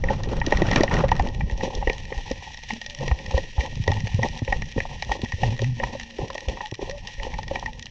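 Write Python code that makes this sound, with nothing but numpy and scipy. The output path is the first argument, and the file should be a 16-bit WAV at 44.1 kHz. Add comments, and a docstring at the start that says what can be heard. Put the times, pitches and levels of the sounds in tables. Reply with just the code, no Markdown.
"""Under water, a microphone in a sealed housing rides on a speargun while a fish struggles on the shaft.
Jerks along the gun make low dying swings (thumps), short tone-and-noise contacts (dull knocks) and
millisecond noise bursts (sharp ticks); knocks and ticks ring the housing. Band and line rub in dense
random slips and the shaft hums in near-sines. Water churns, rumbles, snaps and hisses as shaped noise.
The one microphone feeds both channels, which differ only by a faint scatter."""
import sys
import numpy as np
from scipy import signal
from scipy.fft import rfft, irfft
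from scipy.io import wavfile

SR = 44100
rng = np.random.default_rng(int(sys.argv[2]) if len(sys.argv) > 2 else 0)


def unload_audio(sound):
    """Save the sound as a 16-bit wav file, at the path given as the first command line argument."""
    columns = np.transpose(np.atleast_2d(sound))
    # keep every value between -1 and 1, then stretch to whole-number steps
    steps = np.round(np.clip(columns, -1, 1) * 32767)
    wavfile.write(sys.argv[1], SR, steps.astype(np.int16))


N = 348390  # length of the scene in samples


def amp(db):
    """Turn decibels into a gain."""
    return 10 ** (np.asarray(db) / 20)


def rms_one(x):
    """Scale a sound to an rms level of 1."""
    return x / np.sqrt(np.mean(x ** 2) + 1e-20)


def in_time(rows):
    """Join the points of each curve column by straight lines, one value per sample."""
    times, *columns = np.transpose(rows)
    return [np.interp(np.arange(N) / SR, times, column) for column in columns]


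def band(x, low_hz, high_hz, order=2):
    """Keep mainly the sound between two frequencies."""
    sos = signal.butter(order, [low_hz, high_hz], "band", fs=SR, output="sos")
    return signal.sosfilt(sos, x)


def coloured(spectrum):
    """Shape white noise to a given spectrum, then scale it to rms 1."""
    hz, db = np.transpose(spectrum)
    grid_hz = np.arange(N // 2 + 1) * SR / N + 1  # 1 Hz up, so the logarithm exists at the bottom
    gain = amp(np.interp(np.log(grid_hz), np.log(hz), db))
    return rms_one(irfft(rfft(rng.standard_normal(N)) * gain, N))


def drift(rate_hz):
    """Smooth noise twice into a slow random wander of rms 1; a higher rate wanders faster."""
    r = np.exp(-2 * np.pi * rate_hz / SR)
    wander = signal.lfilter([1], [1, -2 * r, r * r], rng.standard_normal(N + SR))
    return rms_one(wander[SR:])  # the first second only settles the filter


def resonance(x, hz, width_hz):
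    """Ring one two-pole resonance with a gain of about 1 at its top; a narrow one rings longer."""
    r = np.exp(-np.pi * width_hz / SR)
    feed = (1 - r * r) / 2 * np.array([1, 0, -1])
    return signal.lfilter(feed, [1, -2 * r * np.cos(2 * np.pi * hz / SR), r * r], x)


def housing(x):
    """Ring the housing's modes side by side; their equal signs leave dark notches between them."""
    # ways the housing rings: (frequency [Hz], width [Hz], gain [dB])
    modes = [(242.8, 47, 0), (380, 423, 0.5), (539.7, 44, 5.5), (807, 167, 4.5), (864, 50, -1.5),
             (1120, 440, -39.5), (1880.5, 94, 11), (2355, 186, -4.5), (2640, 720, 1.5), (3250, 250, -17),
             (3840, 200, -12), (4880, 220, -9.5), (5550, 406, -3), (6000, 290, -49.5)]
    return sum(amp(db) * resonance(x, hz, width_hz) for hz, width_hz, db in modes)


def add(out, start_s, shape, peak_db):
    """Lay a short sound into the layer, scaled to its peak level."""
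    at = max(round(start_s * SR), 0)
    scaled = amp(peak_db) * shape / np.abs(shape).max()
    out[at:at + len(shape)] += scaled[:N - at]


def struggle():
    """The fish tugs: levels of rub, rattle and water in dB rise, peak and fade over the calm levels."""
    # tugs: (peak time [s], base time to fade 20 dB [s], dull rub [dB], fine rattle [dB], water [dB])
    tugs = [(0.1, 0.15, -28, -40.5, -24.5), (0.33, .12, -30.5, -43.5, -24.5),
            (0.539, 0.28, -24, -36.5, -23), (0.729, 0.035, -21.5, -34, -28.5), (0.77, 0.11, -21, -35, -28),
            (0.955, .14, -20.5, -34, -30.5), (1.07, 0.06, -44, -54, -21.5), (1.2, 0.24, -29.5, -42.5, -28),
            (1.63, 0.33, -31.5, -41.5, -32), (1.89, 0.22, -37.5, -45, -31), (2.72, 0.1, -43, -38.5, -50),
            (3.03, 0.47, -34, -44, -33.5), (3.37, 0.1, -31, -39.5, -31), (3.6, .25, -34, -42.5, -37.5),
            (3.899, 0.2, -33, -48, -33), (4.25, 0.14, -30.5, -40.5, -29.5), (4.51, .2, -34, -44, -30),
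            (4.59, 0, -39, -43, -44), (4.79, 0.33, -40, -41.5, -34.5), (5.12, 0.08, -29, -37.5, -39),
            (5.25, 0, -32.5, -43, -44), (5.34, .1, -48, -41.5, -38), (5.45, 0.14, -29.5, -37, -28),
            (5.83, 0.15, -30.5, -42.5, -33), (6.211, 0.13, -32.5, -45, -42), (6.5, .18, -34, -42.5, -39),
            (6.64, .06, -48, -43.5, -54), (6.83, .3, -35, -42.5, -33), (7.23, 0.3, -33.5, -44, -30.5),
            (7.529, 0.27, -35, -44, -38.5)]
    # speed of the rise: (rub [dB/s], rattle [dB/s], water [dB/s])
    rise = np.array((330, 200.5, 280))[:, None]
    # how much the base fade time is stretched: (rub [factor], rattle [factor], water [factor])
    linger = np.array((1.033, 1.23, 2.1))[:, None]
    # levels between tugs: (time [s], dull rub [dB], fine rattle [dB], water [dB])
    calm = [(0, -44, -52, -29), (1.1, -44.5, -56, -30.5), (1.5, -41.5, -50, -30.5),
            (2.2, -42, -43.5, -36.5), (2.65, -54.5, -46, -43.5), (3.5, -57, -46, -42),
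            (4.1, -46.5, -43, -33.5), (4.7, -59, -47, -48), (5.1, -54.5, -48, -42), (5.7, -48, -44, -33.5),
            (6.15, -52.5, -48, -52), (6.4, -47, -49, -44), (6.75, -68, -56, -51), (7.1, -57, -47, -53),
            (7.9, -63, -55, -50)]
    t, power = np.arange(0, N, 32) / SR, 0  # every 32nd sample is enough for a level
    for s, fade_s, *peak_db in tugs:
        loss_db = np.where(t < s, rise * (s - t), 20 * (t - s) / (fade_s * linger))
        power = power + amp(np.array(peak_db)[:, None] - loss_db) ** 2
    tugged = [np.interp(np.arange(N) / SR, t, p) for p in power]
    return 10 * np.log10(tugged + amp(in_time(calm)) ** 2)


def thumps():
    """Each jerk swings the whole gun: a soft rise, then a few dying cycles that sag in pitch."""
    # jerks: (time [s], peak level [dB], swing frequency at the start [Hz])
    jerks = [(0.089, -23, 55.4), (0.548, -15, 42), (0.618, -12.5, 200), (0.679, -17, 105),
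             (1.044, -16, 42.3), (1.118, -18, 46.7), (1.2, -11.5, 63), (1.522, -14.5, 46.3),
             (1.779, -19.5, 40), (1.871, -16, 39.7), (2.167, -19, 37.7), (2.312, -19, 260),
             (3.113, -10, 64), (3.343, -10.5, 62), (3.581, -11, 62), (3.768, -21, 121), (3.799, -14.5, 117),
             (3.877, -14, 79), (3.9, -12.5, 96), (4.037, -13, 108), (4.144, -11.5, 109), (4.188, -14, 115),
             (4.421, -15.5, 112), (4.485, -20, 53), (4.763, -19.5, 47.7), (4.776, -18.5, 110),
             (5.091, -19.5, 50.7), (5.232, -20, 100), (5.336, -18.5, 86), (5.428, -14, 118),
             (5.827, -22.5, 53.3), (6.193, -25, 47.3), (6.229, -20.5, 123), (6.476, -16.5, 56.5),
             (6.722, -25, 113), (6.822, -29, 42), (7.178, -23.5, 38), (7.508, -25, 79)]
    out, t = np.zeros(N), np.arange(SR // 4) / SR
    start_phases = rng.normal(3.47, 0.68, len(jerks))  # radians
    for (s, db, hz), phase in zip(jerks, start_phases):
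        turns = t * hz
        rise = 1 - np.exp(-(turns / 0.36) ** 2)
        decay = amp(-6.0 * turns - 280.0 * t)  # 6 dB per turn plus 280 dB per second
        swing = np.sin(2 * np.pi * turns * (1 - 1.3 * t) + phase)
        add(out, s - .001, rise * decay * swing, db)  # starts 1 ms ahead of the listed time
    return out


def knocks():
    """A contact of a few ms with a scraping tail, coloured around its centre, rings the housing modes."""
    # dull knocks: (time [s], peak level [dB], centre frequency [Hz])
    dull_hits = [(0.038, -17.5, 503), (0.083, -28, 460), (0.105, -10.5, 550), (0.273, -22.5, 406),
                 (0.416, -19, 927), (0.472, -14, 308), (0.523, -5.5, 602), (0.62, -5, 334),
                 (0.76, -10.5, 231), (0.807, -7.5, 342), (0.835, -8, 600), (0.911, -15.5, 970),
                 (0.949, -15, 560), (1.039, -8.5, 560), (1.117, -5, 936), (1.196, -9.5, 770),
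                 (1.406, -24, 834), (1.607, -23.5, 816), (1.677, -20.5, 363), (1.826, -16.5, 790),
                 (1.873, -13, 450), (1.898, -15, 440), (2.121, -20.5, 440), (2.311, -16, 500),
                 (2.704, -24, 856), (3.009, -23.5, 520), (3.077, -23, 447), (3.113, -20.5, 766),
                 (3.308, -26.5, 830), (3.342, -21, 513), (3.377, -12.5, 510), (3.58, -23, 817),
                 (3.878, -11, 466), (3.919, -18, 850), (4.191, -18, 484), (4.226, -24, 850),
                 (4.42, -19, 261), (4.478, -20.5, 520), (4.524, -15, 770), (4.762, -16.5, 230),
                 (4.778, -14.5, 450), (4.853, -22.5, 736), (5.023, -32, 800), (5.094, -24, 710),
                 (5.116, -14.5, 780), (5.193, -27.5, 323), (5.234, -17.5, 233), (5.433, -12, 744),
                 (5.594, -28, 564), (5.621, -17, 385), (5.8, -19.5, 578), (5.835, -12.5, 967),
                 (5.951, -23.5, 566), (6.189, -18, 380), (6.302, -19.5, 1027), (6.352, -20, 613),
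                 (6.483, -24.5, 512), (6.572, -23.5, 940), (6.607, -19, 970), (6.721, -22, 332),
                 (6.792, -23, 390), (6.826, -21.5, 400), (6.895, -24, 534), (7.267, -21.5, 503),
                 (7.387, -19.5, 876), (7.512, -16, 570), (7.626, -20.5, 986)]
    out, t = np.zeros(N), np.arange(SR // 10) / SR
    grit = rng.standard_normal((len(dull_hits), len(t)))
    contact = t / .002 * np.exp(-t / 0.0023)
    scrape = .025 * np.exp(-t / 0.071)
    shapes = []
    for (s, db, hz), noise in zip(dull_hits, grit):
        tone = contact * np.sin(2 * np.pi * hz * t)
        rough = (contact + scrape) * 2.8 * band(noise, hz / 2.1, hz * 1.61)
        shapes.append(tone + rough)
    for (s, db, hz), shape in zip(dull_hits, housing(np.array(shapes))):
        add(out, s - .001, shape, db)
    return out


def ticks():
    """Metal touches: a millisecond of noise with a faint scratchy tail rings the upper housing modes."""
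    # sharp ticks: (time [s], peak level [dB], treble share, held below 0.98 [dB])
    touches = [(0.0394, -17, -13.5), (0.086, -17, -30), (0.2347, -24.5, -2.5), (0.401, -29, -1),
               (0.415, -13, -27), (0.4642, -14.5, -1.5), (0.508, -27, -3), (0.5232, -9, -15),
               (0.549, -25, -20), (0.5714, -15, -7.5), (0.6195, -14.5, -9.5), (0.6876, -23, -33),
               (0.7138, -12, -7), (0.76, -5.5, -6.5), (0.7325, -15, -12), (0.808, -16, -9),
               (0.834, -11, -2.5), (0.8786, -16.5, -29), (0.9149, -20, -12), (0.9402, -15.5, -6.5),
               (0.967, -17.5, -14), (1.0894, -20.5, -10), (1.116, -21.5, -1), (1.195, -18.5, -11),
               (1.4088, -21.5, -20), (1.498, -24.5, -13), (1.5772, -30, 0), (1.6098, -23.5, -15),
               (1.7515, -19, 2), (1.8735, -13, -18), (1.898, -13, -12), (1.9311, -25, -3),
               (2.1246, -19.5, -19), (2.3143, -20.5, -3), (2.5442, -27, -3), (2.5732, -27, -3),
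               (2.635, -24, -3), (2.6935, -34, -13), (2.7063, -15, -15), (2.815, -20.5, -4),
               (2.8628, -20.5, -2.5), (2.899, -22, 0), (2.9877, -27, -4), (3.0793, -19, -6),
               (3.114, -20.5, -19), (3.1893, -26, -6), (3.311, -21.5, -3), (3.3785, -17, -9.5),
               (3.6073, -21.5, -10), (3.839, -26, -3.5), (3.8776, -13.5, -8.5), (3.917, -15, -6),
               (4.0039, -25, -6), (4.0714, -21, -8), (4.1338, -29.5, -5), (4.2308, -12.5, -13),
               (4.3915, -27, -3), (4.478, -20.5, -20), (4.5257, -12, -19), (4.6206, -19, -9.5),
               (4.78, -23, -28), (4.8033, -13.5, -17.5), (5.024, -14.5, -6), (5.1187, -12.5, -10),
               (5.2585, -25, -16), (5.3214, -19.5, -11), (5.434, -17, -10.5), (5.592, -22, -10),
               (5.618, -21, 1), (5.6438, -20.5, -8.5), (5.7995, -19, -20.5), (5.8376, -18.5, -11),
               (5.998, -21.5, -5), (6.0313, -28, -3), (6.303, -27.5, 2), (6.351, -27.5, -2.5),
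               (6.3793, -18.5, -6.5), (6.8968, -23, -2), (6.911, -24, -5), (7.0727, -23, -2),
               (7.198, -24, -15), (7.318, -34, -14), (7.3395, -22, -12), (7.3886, -29, 0),
               (7.4307, -24, -6), (7.4801, -22.5, -5.5), (7.557, -15.5, -13), (7.596, -25, 0),
               (7.66, -18, -15.5), (7.8261, -24, -1.5)]
    out, t = np.zeros(N), np.arange(SR // 16) / SR
    burst = t / .001 * np.exp(-t / .001) + .06 * np.exp(-t / .014)
    rung = housing(rng.standard_normal((len(touches), len(t))) * burst)
    lows = band(rung, 1726, 2310) + 0.35 * band(rung, 600, 1300)
    highs = band(rung, 3180, 6700)
    for (s, db, treble_db), low, high in zip(touches, lows, highs):
        share = np.clip(amp(treble_db), 0, .98)
        mix = np.sqrt(1 - share ** 2) * rms_one(low) + share * rms_one(high)
        add(out, s - .001, mix, db)
    return out


def rubbing(level_db, low_hz, high_hz, per_s, spread_db, clump_db):
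    """Rubbing is many small slips: uneven random clicks, in clumps, heard through the housing."""
    happens = rng.random(N) < per_s / SR
    strength = amp(spread_db * np.minimum(rng.exponential(1, N), 4))
    slips = happens * rng.standard_normal(N) * strength
    rung = housing(slips * amp(clump_db * drift(22)))
    return amp(level_db) * rms_one(band(rung, low_hz, high_hz, order=4))


def dull_rub(rub_db, grip):
    """Band and line rub: dull slips in a low and a high band, whose balance shifts with time."""
    # balance of the rubbing: (time [s], upper housing modes over lower ones [dB])
    balance = [(0, -7), (1.2, -3), (1.9, 0), (2.5, 9.5), (3.0, 2.5), (3.8, 2.5), (4.3, 4.5), (4.6, 1.5),
               (5.0, 4), (5.4, -3), (5.7, 5), (6.2, -2.5), (6.64, 2), (6.8, -1), (7.05, 8), (7.5, 3),
               (7.9, 3)]
    tilt_db = in_time(balance)[0]
    low_db = rub_db - 4.5 - tilt_db / 2 + 3.8 * grip
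    high_db = rub_db - 8.0 + tilt_db / 2 + 4.0 * grip
    low = rubbing(low_db, 150, 611, per_s=2500, spread_db=2.5, clump_db=2.5)
    high = rubbing(high_db, 704, 1046, per_s=2700, spread_db=5.0, clump_db=2.0)
    return low + high


def fine_rattle(rattle_db, grip):
    """Much denser slips in the treble make a fine rattle."""
    return rubbing(rattle_db + 1.8 * grip, 1600, 9000, per_s=12000, spread_db=1.6, clump_db=1.8)


def shaft():
    """The shaft bends and hums in spells: near-sines with fluttering pitch and level, quicker up high."""
    # spells in the lowest bending or a higher mode:
    # (time [s], length [s], rms level at the top before flutter [dB], pitch before waver [Hz])
    spells = [(2.709, 0.073, -37, 229), (2.81, .16, -53, 230), (2.863, 0.2, -50, 572),
              (2.989, 0.11, -27, 127), (3.888, .11, -23, 106.4), (4.03, 0.057, -30, 106.4),
              (4.143, 0.084, -23, 106.4), (4.276, 0.13, -48, 231), (5.419, .14, -24.5, 119),
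              (5.6, 0.067, -23, 118.6), (5.669, .11, -24.5, 118.6), (5.722, .18, -41, 230),
              (5.822, .05, -33.5, 118.6), (5.926, 0.24, -46.5, 231.5), (6.629, 0.038, -32.5, 862),
              (6.914, 0.069, -41, 562), (7.185, 0.043, -44.5, 554), (7.65, 0.21, -51, 230),
              (7.662, 0.038, -38, 868)]
    attack_s, release_s, sag_db = 0.021, 0.018, -6  # the level sags by sag_db before the release
    waver_hz, waver_share, flutter_db = 6.97, .02, 4  # pitch: fixed Hz and share of pitch; level: dB
    out, t = 0, np.arange(N) / SR
    slow, quick = [2 * np.pi * np.cumsum(drift(rate)) / SR for rate in (12, 30)]
    flutters = [amp(flutter_db * drift(rate)) for rate in (10.5, 45)]
    for s, length, db, hz in spells:
        top, end = s + min(attack_s, length / 2), s + length
        envelope = np.interp(t, [s - .01, top, end, end + release_s], [0, 1, amp(sag_db), 0])
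        swing = 2 * np.pi * hz * t + waver_hz * slow + waver_share * hz * quick
        tone = np.sin(swing) + 17.0 / hz * np.sin(2 * swing)  # with a weak octave
        out = out + amp(db) * envelope * flutters[int(hz > 150)] * tone
    return np.sqrt(2) * out  # a sine's peak is root 2 above its rms


def churning(rub_db, grip):
    """Thrashing churns the water: broad noise follows the rubbing, a low heave follows it half as much."""
    # churn level: (time [s], level against the rubbing [dB])
    churn_curve = [(0, -9.5), (1.15, -2), (1.35, -32.5)]
    heave_db = 5  # lifts the low part
    churn_db = in_time(churn_curve)[0]
    broad = rms_one(band(rng.standard_normal(N), 90, 1100))
    heave = rms_one(band(rng.standard_normal(N), 80, 190))
    broad_gain = amp(rub_db + churn_db + 4.0 * grip)
    heave_gain = amp(.5 * (rub_db - 29.5) + churn_db + 2.7 * grip + heave_db)
    return broad_gain * broad + heave_gain * heave


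def water_rumble(water_db):
    """Water rumbles past: low noise that surges with the tugs and wanders in level."""
    # rumble spectrum: (frequency [Hz], relative level per Hz [dB])
    rumble_shape = [(8.8, -23.5), (15, 6), (51, 1), (157, -7.5), (222, -16), (400, -38.5), (520, -57),
                    (880, -120)]
    return amp(water_db + 3.03 * drift(7.0)) * coloured(rumble_shape)


def snaps(level_db, per_s):
    """Sparse fine snaps out of the water, perhaps shrimp: 1-2 ms noise bursts ring the upper modes."""
    starts = (rng.random(N) < per_s / SR) * amp(level_db + 3.4 * rng.standard_normal(N))
    r = np.exp(-1 / (0.0016 * SR))  # fades with a time constant of 1.6 ms
    fading = signal.lfilter([1], [1, -r], starts + 1e-18)  # the tiny offset keeps the numbers above zero
    return band(housing(fading * rng.standard_normal(N)), 1600, 13000)


def hiss():
    """A steady hiss lies below: noise with a fixed spectrum."""
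    # hiss spectrum: (frequency [Hz], relative level per Hz [dB])
    hiss_shape = [(710, -55), (1200, -31.5), (1540, -23.5), (1870, 13.5), (2140, -19.5), (2770, -23),
                  (2990, -27.5), (4120, -5), (4520, -13.5), (5720, 3), (7750, -40), (10100, -66.5),
                  (17000, -120)]
    return amp(-59.5) * coloured(hiss_shape)


def scene():
    """Add all the layers, then spread them very slightly over two channels."""
    rub_db, rattle_db, water_db = struggle()
    grip = drift(30)  # slips come in clumps, partly together in all registers
    jolts = thumps() + knocks() + ticks()
    rubs = dull_rub(rub_db, grip) + fine_rattle(rattle_db, grip)
    water = churning(rub_db, grip) + water_rumble(water_db) + snaps(level_db=-25, per_s=11.0)
    mid = jolts + rubs + shaft() + water + hiss()
    # the channels differ by a faint scatter that follows the sound, more in the treble
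    scatter = mid * drift(23)
    side = amp(-31) * (band(scatter, 2500, 9000, order=1) + 0.3 * scatter)
    return np.array([mid + side, mid - side])


def record(dry):
    """The microphone capsule rolls off above 6 kHz; from 11 kHz up the top is cut by a further 30 dB."""
    dull = signal.sosfilt(signal.butter(6, 6000, fs=SR, output="sos"), dry)
    return signal.sosfilt(signal.cheby2(6, 30, 11000, fs=SR, output="sos"), dull)


dry = scene()
out = record(dry)
unload_audio(out)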